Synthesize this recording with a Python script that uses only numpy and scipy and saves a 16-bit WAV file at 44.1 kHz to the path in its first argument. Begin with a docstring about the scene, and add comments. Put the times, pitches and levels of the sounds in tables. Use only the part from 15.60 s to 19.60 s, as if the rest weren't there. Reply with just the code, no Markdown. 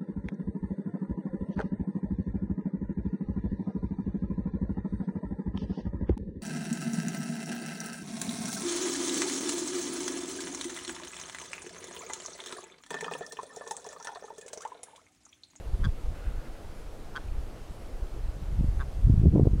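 """Grouse on a windy ridge

A grouse clucks three times on a bare ridge: each cluck is a few slow throat pulses ringing the windpipe,
with faint returns from rock. Gusts sweep eddies over the microphone and thump it, above a far wash of air
and a hiss that swells once. A faint high whirr of banded noise comes once a second beside thin tones and one
small tick, and gain control eases loud moments down."""
import sys
import numpy as np
from scipy import signal
from scipy.fft import rfft, irfft
from scipy.io import wavfile
from scipy.ndimage import uniform_filter1d, map_coordinates

SR = 44100
rng = np.random.default_rng(int(sys.argv[2]) if len(sys.argv) > 2 else 0)


def volts_from_db(level):
    """Convert decibel levels to linear amplitude ratios."""
    exponent = np.asarray(level, float) / 20
    return 10 ** exponent


def file_out(sig):
    """Save sig as 16-bit WAV at sys.argv[1]."""
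    # one column per channel
    cols = np.atleast_2d(sig).T
    # limit, then scale
    lim = np.clip(cols, -1, 1)
    pcm = np.round(lim * 32767).astype(np.int16)
    wavfile.write(sys.argv[1], SR, pcm)


N = 176400
T = np.arange(N) / SR

# Spectrum of the far air, relative levels: pitch_hz, level_db
WASH = [(35, -26.5), (60, -2), (112, -8.5), (145, -11), (278, -12), (454, -11.5), (690, -16), (1070, -23),
        (1210, -22.5), (1790, -28), (10200, -40), (14500, -46.5), (15600, -49)]
WASH_DB = -48  # rms

# High band that returns regularly; the length is from its top to 1/e
WHIRR_S, WHIRR_EVERY_S, WHIRR_LEN_S = 0.19, 1.0, 0.07
WHIRR_HZ, WHIRR_WIDTH_HZ, WHIRR_DB = 10400, 990, -73
# Thin steady tones, before an 8 dB lift of their peak: pitch_hz, level_db
TONES = [(10045, -99), (14787, -100)]

# Spectrum of the far mid-band swell, relative levels: pitch_hz, level_db
SWELL = [(900, -28), (1180, -9), (1370, 4), (1650, -3), (1850, -10), (2010, -1), (2300, -13), (2650, -6),
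         (3100, -17), (4000, -30)]
SWELL_S, SWELL_RISE_S, SWELL_FALL_S, SWELL_DB = 0.59, 0.07, 0.43, -57.5

# Single strong eddies that thump the microphone: start_s (centre), level_db, pitch_hz, direction (push 1, pull -1)
THUMPS = [(.142, -20, 41, 1), (.2254, -19, 41, 1), (.2708, -16, 94, -1), (.2902, -17.5, 48, 1),
          (.4871, -19.5, 34, -1), (.6763, -19, 40, -1), (.7465, -25, 28, -1), (1.7198, -25, 34, 1),
          (1.7861, -22.5, 41, 1), (2.6455, -22, 29, 1), (3.0101, -16.5, 131, 1), (3.0252, -20.5, 41, -1),
          (3.0445, -20, 150, 1), (3.0517, -20, 48, -1), (3.0869, -14, 57, 1), (3.4497, -11.5, 45, 1),
          (3.4721, -11.5, 94, 1), (3.504, -9, 94, 1), (3.523, -11, 60, 1), (3.541, -10, 120, 1),
          (3.58, -12, 90, 1), (3.5993, -11, 94, 1), (3.6588, -8, 182, 1), (3.499, -11, 170, -1),
          (3.7185, -18, 110, -1), (3.6707, -4, 111, 1), (3.6845, -6, 67, 1), (3.7423, -11, 154, 1),
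          (3.752, -11, 182, 1), (3.761, -11.5, 300, 1), (3.819, -15, 200, 1), (3.856, -19, 320, 1),
          (3.7728, -10, 215, -1), (3.7973, -8, 280, 1), (3.8328, -6, 105, 1), (3.8721, -10, 300, 1),
          (3.8745, -7.5, 85, 1)]
CREST_DB, CREST_SHARPER, CREST_LAG = -19, 2.2, 0.1  # sharper crest just off the top; random lag in cycles
HUSH, HUSH_CYCLES = 0.7, 0.8  # a strong eddy stills this share of the fine flutter around it

# Buffeting level before a 2.5 dB lift: start_s, level_db
GUST = [(0.0, -45), (0.14, -24.5), (0.18, -30.5), (0.26, -19.5), (0.3, -25), (0.33, -33.5), (0.4, -39.5),
        (0.49, -23), (0.56, -43), (0.61, -41), (0.67, -24.5), (0.71, -37.5), (0.77, -31), (0.95, -41.5),
        (1.28, -40), (1.35, -41.5), (1.51, -40), (1.65, -41), (1.71, -24), (1.75, -31), (1.78, -28),
        (1.9, -41.5), (2.27, -40), (2.43, -30.5), (2.51, -42.5), (2.53, -34.5), (2.61, -36), (2.65, -24.5),
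        (2.74, -39.5), (3.09, -20), (3.15, -31), (3.19, -28.5), (3.34, -36), (3.39, -27.5), (3.42, -29.5),
        (3.44, -21.5), (3.53, -17.5), (3.55, -25), (3.63, -20.5), (3.68, -10), (3.71, -24.5), (3.73, -19),
        (3.88, -20.5), (3.9, -29.5), (3.93, -21.5), (4.0, -26)]
# Air speed relative to calm: start_s, speed_db
SPEED = [(0, 0), (.12, -1), (.2, 4.5), (.23, 1), (.27, 6.5), (.32, -2.5), (.5, 0), (.6, -2), (.68, 0.5),
         (1.0, -1), (1.7, -1.5), (1.78, -0.5), (2.4, -2), (2.65, 1), (2.8, 2), (2.97, 3), (3.03, 9.5),
         (3.09, 1.5), (3.3, -0.5), (3.42, 2.5), (3.49, 9.5), (3.56, 8), (3.63, 8), (3.655, 13), (3.68, 10),
         (3.7, 4.5), (3.75, 15.5), (3.8, 15), (3.84, 11), (3.875, 14.5), (3.91, 8.5), (4, 7.5)]
# Spectrum of the eddies at calm speed, relative levels: pitch_hz, level_db
EDDIES = [(3, -8), (8, -1), (20, 5.5), (40, -5.5), (60, -8.5), (90, -16.5), (140, -26), (200, -42),
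          (280, -79), (400, -130)]
LUMP_DB, LUMP_HZ, SKEW = 3.5, 15.8, 0.29  # uneven strength, its rate at calm speed, lopsided waveform

# Small dry ticks: start_s, level_db (starting peak), pitch_hz
TICKS = [(1.6846, -45.5, 2560)]

# Clucks, levels before the final halving:
# loudest_s, pulse_rate_hz, level_db, lower_pitch_ratio, upper_pitch_ratio, brightness_db_per_octave
CLUCKS = [(0.2495, 160.8, -23, 1.01, 1.015, 1.5), (1.5655, 152, -21, 0.96, 0.98, -.5),
          (3.2094, 142.4, -24.5, 1.0, 1.07, -6.5)]
# Soft opening pulse of each cluck: start_s
FIRST_PULSE_S = [.2355, 1.5481, 3.1946]
# Windpipe rings, relative levels: pitch_hz, level_db, t60_s
PIPE = [(1125, -5, .012), (1615, 0, .020), (3330, -8, .019), (4570, -14.5, .013)]
# Brief rings at the front of each pulse, relative levels: pitch_hz, level_db, t60_s
SNAP = [(2180, -11.5, 0.002), (3900, -27, 0.0013), (5970, -18, .004), (8200, -32, .003)]
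# Starting direction of each ring, windpipe first, then front: direction (1 or -1)
SIGNS = [-1, 1, 1, 1, 1, -1, 1, 1]
# Spectrum of the puff of air, relative levels: pitch_hz, level_db
RASP = [(600, -27), (1300, -4.5), (2400, 4), (4200, -8.5), (6500, -21), (10000, -33)]
RASP_DB, RASP_T60_S = -18, 0.006
OPEN_S, LEAD_RAD = 0.00004, 0.28  # rise constant; the folds snap shut, so rings start a little into their swing
ARCH_DB, ARCH_S, ARCH_POWER = -5.5, 0.012, 2.5  # flat-topped effort: down by ARCH_DB at ARCH_S from the top
FIRST_GAP, SLOW_PER_DB = 1.06, 0.004  # longer first period (in periods); weak effort stretches periods
LIMP_S, JITTER_S = 0.00006, 0.00004  # pulses alternate late and early; all are slightly uneven
DULL_DB, SAG_PER_DB = 1.62, 0.005  # per dB of lost effort: dB per octave duller, lower rings flatter (share)
WOBBLE_DB, WOBBLE = 1.2, 0.008  # random level of each pulse, random pitch share of each ring

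ROCK_DB, ROCK_T60_S, ROCK_START_S = -27, 0.12, 0.031


def evened(x):
    """Scales to rms 1."""
    return x / np.sqrt(np.mean(x ** 2) + 1e-20)


def read(points, hz):
    """Reads a spectrum table on a log frequency axis."""
    f, value = np.transpose(points)
    return np.interp(np.log(hz + 1), np.log(f + 1), value)


def add(mix, s, sound):
    """Mixes a sound in at time s."""
    part = mix[round(s * SR):][:len(sound)]
    part += sound[:len(part)]


def coloured(points, size, rate_hz):
    """Noise with the given spectrum, at rms 1."""
    spectrum = rfft(rng.standard_normal(size))
    shape = volts_from_db(read(points, np.fft.rfftfreq(size, 1 / rate_hz)))
    return evened(irfft(spectrum * shape, size))


def wash():
    """Far air and hiss: noise shaped in short frames, with faint drifting patches in time and pitch."""
    frames, hz = N // 256 + 5, np.fft.rfftfreq(1024, 1 / SR)
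    a, b, patches = rng.standard_normal((frames, 513, 3)).T
    patches = uniform_filter1d(patches, size=14, axis=0)
    patches = evened(uniform_filter1d(patches, size=12, axis=1))
    z = (a + 1j * b) * volts_from_db(read(WASH, hz)[:, None] + 0.94 * patches)
    air = signal.istft(z, nperseg=1024, noverlap=768)[1][:N]
    return volts_from_db(WASH_DB) * evened(air)


def tones():
    """Thin steady sine tones high in the treble."""
    return sum(volts_from_db(db + 8) * np.sin(2 * np.pi * hz * T) for hz, db in TONES)


def whirr():
    """A soft high band of noise under a rounded envelope that returns once a second."""
    away = (T - WHIRR_S + WHIRR_EVERY_S / 2) % WHIRR_EVERY_S - WHIRR_EVERY_S / 2
    shape = [(WHIRR_HZ + k * WHIRR_WIDTH_HZ, db) for k, db in zip(range(-2, 3), (-40, -9, 0, -9, -40))]
    return volts_from_db(WHIRR_DB) * np.exp(-(away / WHIRR_LEN_S) ** 2) * coloured(shape, N, SR)


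def swell():
    """A banded hiss that rises quickly, wavers and fades."""
    away = (T - SWELL_S) / np.where(T < SWELL_S, SWELL_RISE_S, SWELL_FALL_S)
    waver = coloured([(1, -3), (12, 1), (30, -40), (60, -100)], N, SR)
    return volts_from_db(SWELL_DB + 2.8 * waver) * np.exp(-away ** 2) * coloured(SWELL, N, SR)


def buffet():
    """A frozen row of lumpy eddies is swept past the microphone: faster air sounds higher."""
    speed = volts_from_db(np.clip(np.interp(T, *np.transpose(SPEED)), -6, 19))
    size, rate = 2 ** 17, 4000  # points in the row, points per second at calm speed
    eddies = coloured(EDDIES, size, rate)
    lumps = coloured([(1, 0), (LUMP_HZ, -3), (2 * LUMP_HZ, -40), (4 * LUMP_HZ, -120)], size, rate)
    skewed = eddies + SKEW * (eddies ** 2 - 1)
    row = evened(skewed * volts_from_db(LUMP_DB * lumps))
    place = np.cumsum(uniform_filter1d(speed, size=400)) * rate / SR
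    swept = map_coordinates(row, [place], order=4)
    # Even out the slow level, so the gust table shapes the loudness
    power = uniform_filter1d(uniform_filter1d(swept ** 2, size=2500), size=2500)
    swept = swept / np.sqrt(abs(power) + 0.1)
    gust_db = uniform_filter1d(np.interp(T, *np.transpose(GUST)), size=400)
    return volts_from_db(gust_db + 2.5) * evened(swept)


def bump(cycles):
    """One rounded push between two shallow pulls."""
    square = (np.pi * cycles) ** 2
    return (1 - 2 * square) * np.exp(-square)


def thumps():
    """Strong eddies press or pull the microphone once each; returns them and the calm they leave."""
    s, db, hz, way = np.transpose(THUMPS)[:, :, None]
    cycles = hz * (T - s)
    lag = CREST_LAG * rng.standard_normal(s.shape)
    crest = volts_from_db(CREST_DB) * bump(CREST_SHARPER * (cycles - lag))
    calm = np.prod(1 - HUSH * np.exp(-(cycles / HUSH_CYCLES) ** 2), axis=0)
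    return np.sum(np.sign(way) * volts_from_db(db) * (bump(cycles) + crest), axis=0), calm


def ticks():
    """Small dry ticks, each a sine that dies within milliseconds."""
    out, t = np.zeros(N), np.arange(300) / SR
    for s, db, hz in TICKS:
        add(out, s, volts_from_db(db - 60 * t / 0.0081) * np.sin(2 * np.pi * hz * t))
    return out


def rocks(x):
    """Faint scattered, thin returns from the slabs: a delayed, decaying noise tail convolved with the bird."""
    t = np.arange(12000) / SR
    noise = coloured([(800, -12), (1600, -8), (3400, 4), (8000, -6)], len(t), SR)
    tail = noise * volts_from_db(-60 * t / ROCK_T60_S) * (t > ROCK_START_S)
    return volts_from_db(ROCK_DB) * signal.fftconvolve(x, tail / np.linalg.norm(tail))[:N]


def pulse_times(first_s, top_s, rate_hz):
    """Seven near-even throat pulses under one arch of effort: their times and effort in dB."""
    at = np.r_[0, FIRST_GAP + np.arange(6)] / rate_hz
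    effort_db = ARCH_DB * abs((first_s + at - top_s) / ARCH_S) ** ARCH_POWER
    stretch = 1 - SLOW_PER_DB * (effort_db[1:] + effort_db[:-1]) / 2
    at = np.r_[0, np.cumsum(np.diff(at) * stretch)]
    uneven = LIMP_S * (-1.) ** np.arange(7) + JITTER_S * rng.standard_normal(7)
    return abs(at + uneven), effort_db


def cluck(first_s, top_s, rate_hz, db, low_share, share, tilt_db):
    """Each throat pulse sets the windpipe ringing as damped sines and lets out a puff of air."""
    t, out = np.arange(1500) / SR, np.zeros(4500)
    at, effort_db = pulse_times(first_s, top_s, rate_hz)
    hz, ring_db, t60 = np.transpose(PIPE + SNAP)[:, :, None]
    for s, e_db in zip(at, effort_db):
        level_wobble, pitch_wobble = rng.standard_normal((2, len(SIGNS), 1))
        brightness_db = (tilt_db + DULL_DB * e_db) * np.log2(hz / 1500)
        level_db = db + e_db + WOBBLE_DB * level_wobble + ring_db + brightness_db
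        ratio = np.where(hz > 2500, share, low_share * (1 + SAG_PER_DB * e_db))
        pitch = hz * ratio * (1 + WOBBLE * pitch_wobble)
        rings = volts_from_db(level_db - 60 * t / t60) * np.sin(2 * np.pi * pitch * t + LEAD_RAD)
        add(out, s, (1 - np.exp(-t / OPEN_S)) * np.dot(SIGNS, rings))
        puff = coloured([(f, d + tilt_db * np.log2(f / 1500)) for f, d in RASP], len(t), SR)
        add(out, s, volts_from_db(db + e_db + RASP_DB - 60 * t / RASP_T60_S) * puff)
    return 0.5 * out


def scene():
    """Air, wind, ticks and bird in one channel."""
    far = wash() + tones() + whirr() + swell()
    push, calm = thumps()
    wind = push + calm * buffet()
    bird = np.zeros(N)
    for first_s, row in zip(FIRST_PULSE_S, CLUCKS):
        add(bird, first_s, cluck(first_s, *row))
    return (far + wind + ticks() + bird + rocks(bird))[None]


def gain_control(x):
    """Takes off half the dB by which smoothed power tops a threshold; falls fast, recovers at a steady rate."""
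    threshold_db, share, recover_db_per_s = -18, 0.5, 2.0
    power_db = 10 * np.log10(abs(uniform_filter1d(x[0] ** 2, size=3000)) + 1e-12)
    fall = T * recover_db_per_s
    held_db = np.maximum.accumulate(power_db + fall) - fall
    over_db = np.maximum(held_db - threshold_db, 0)
    return x / volts_from_db(share * uniform_filter1d(over_db, size=2000))


def band_limit(x):
    """A steep low-pass at the top of the band."""
    return signal.sosfilt(signal.butter(12, 15710, fs=SR, output="sos"), x)


def record(dry):
    """The microphone's path: a 15 Hz low cut, then gain control."""
    x = signal.lfilter(*signal.butter(1, 15, "high", fs=SR), dry)
    mix = gain_control(x)
    return band_limit(mix)


dry = scene()
out = record(dry)
file_out(out)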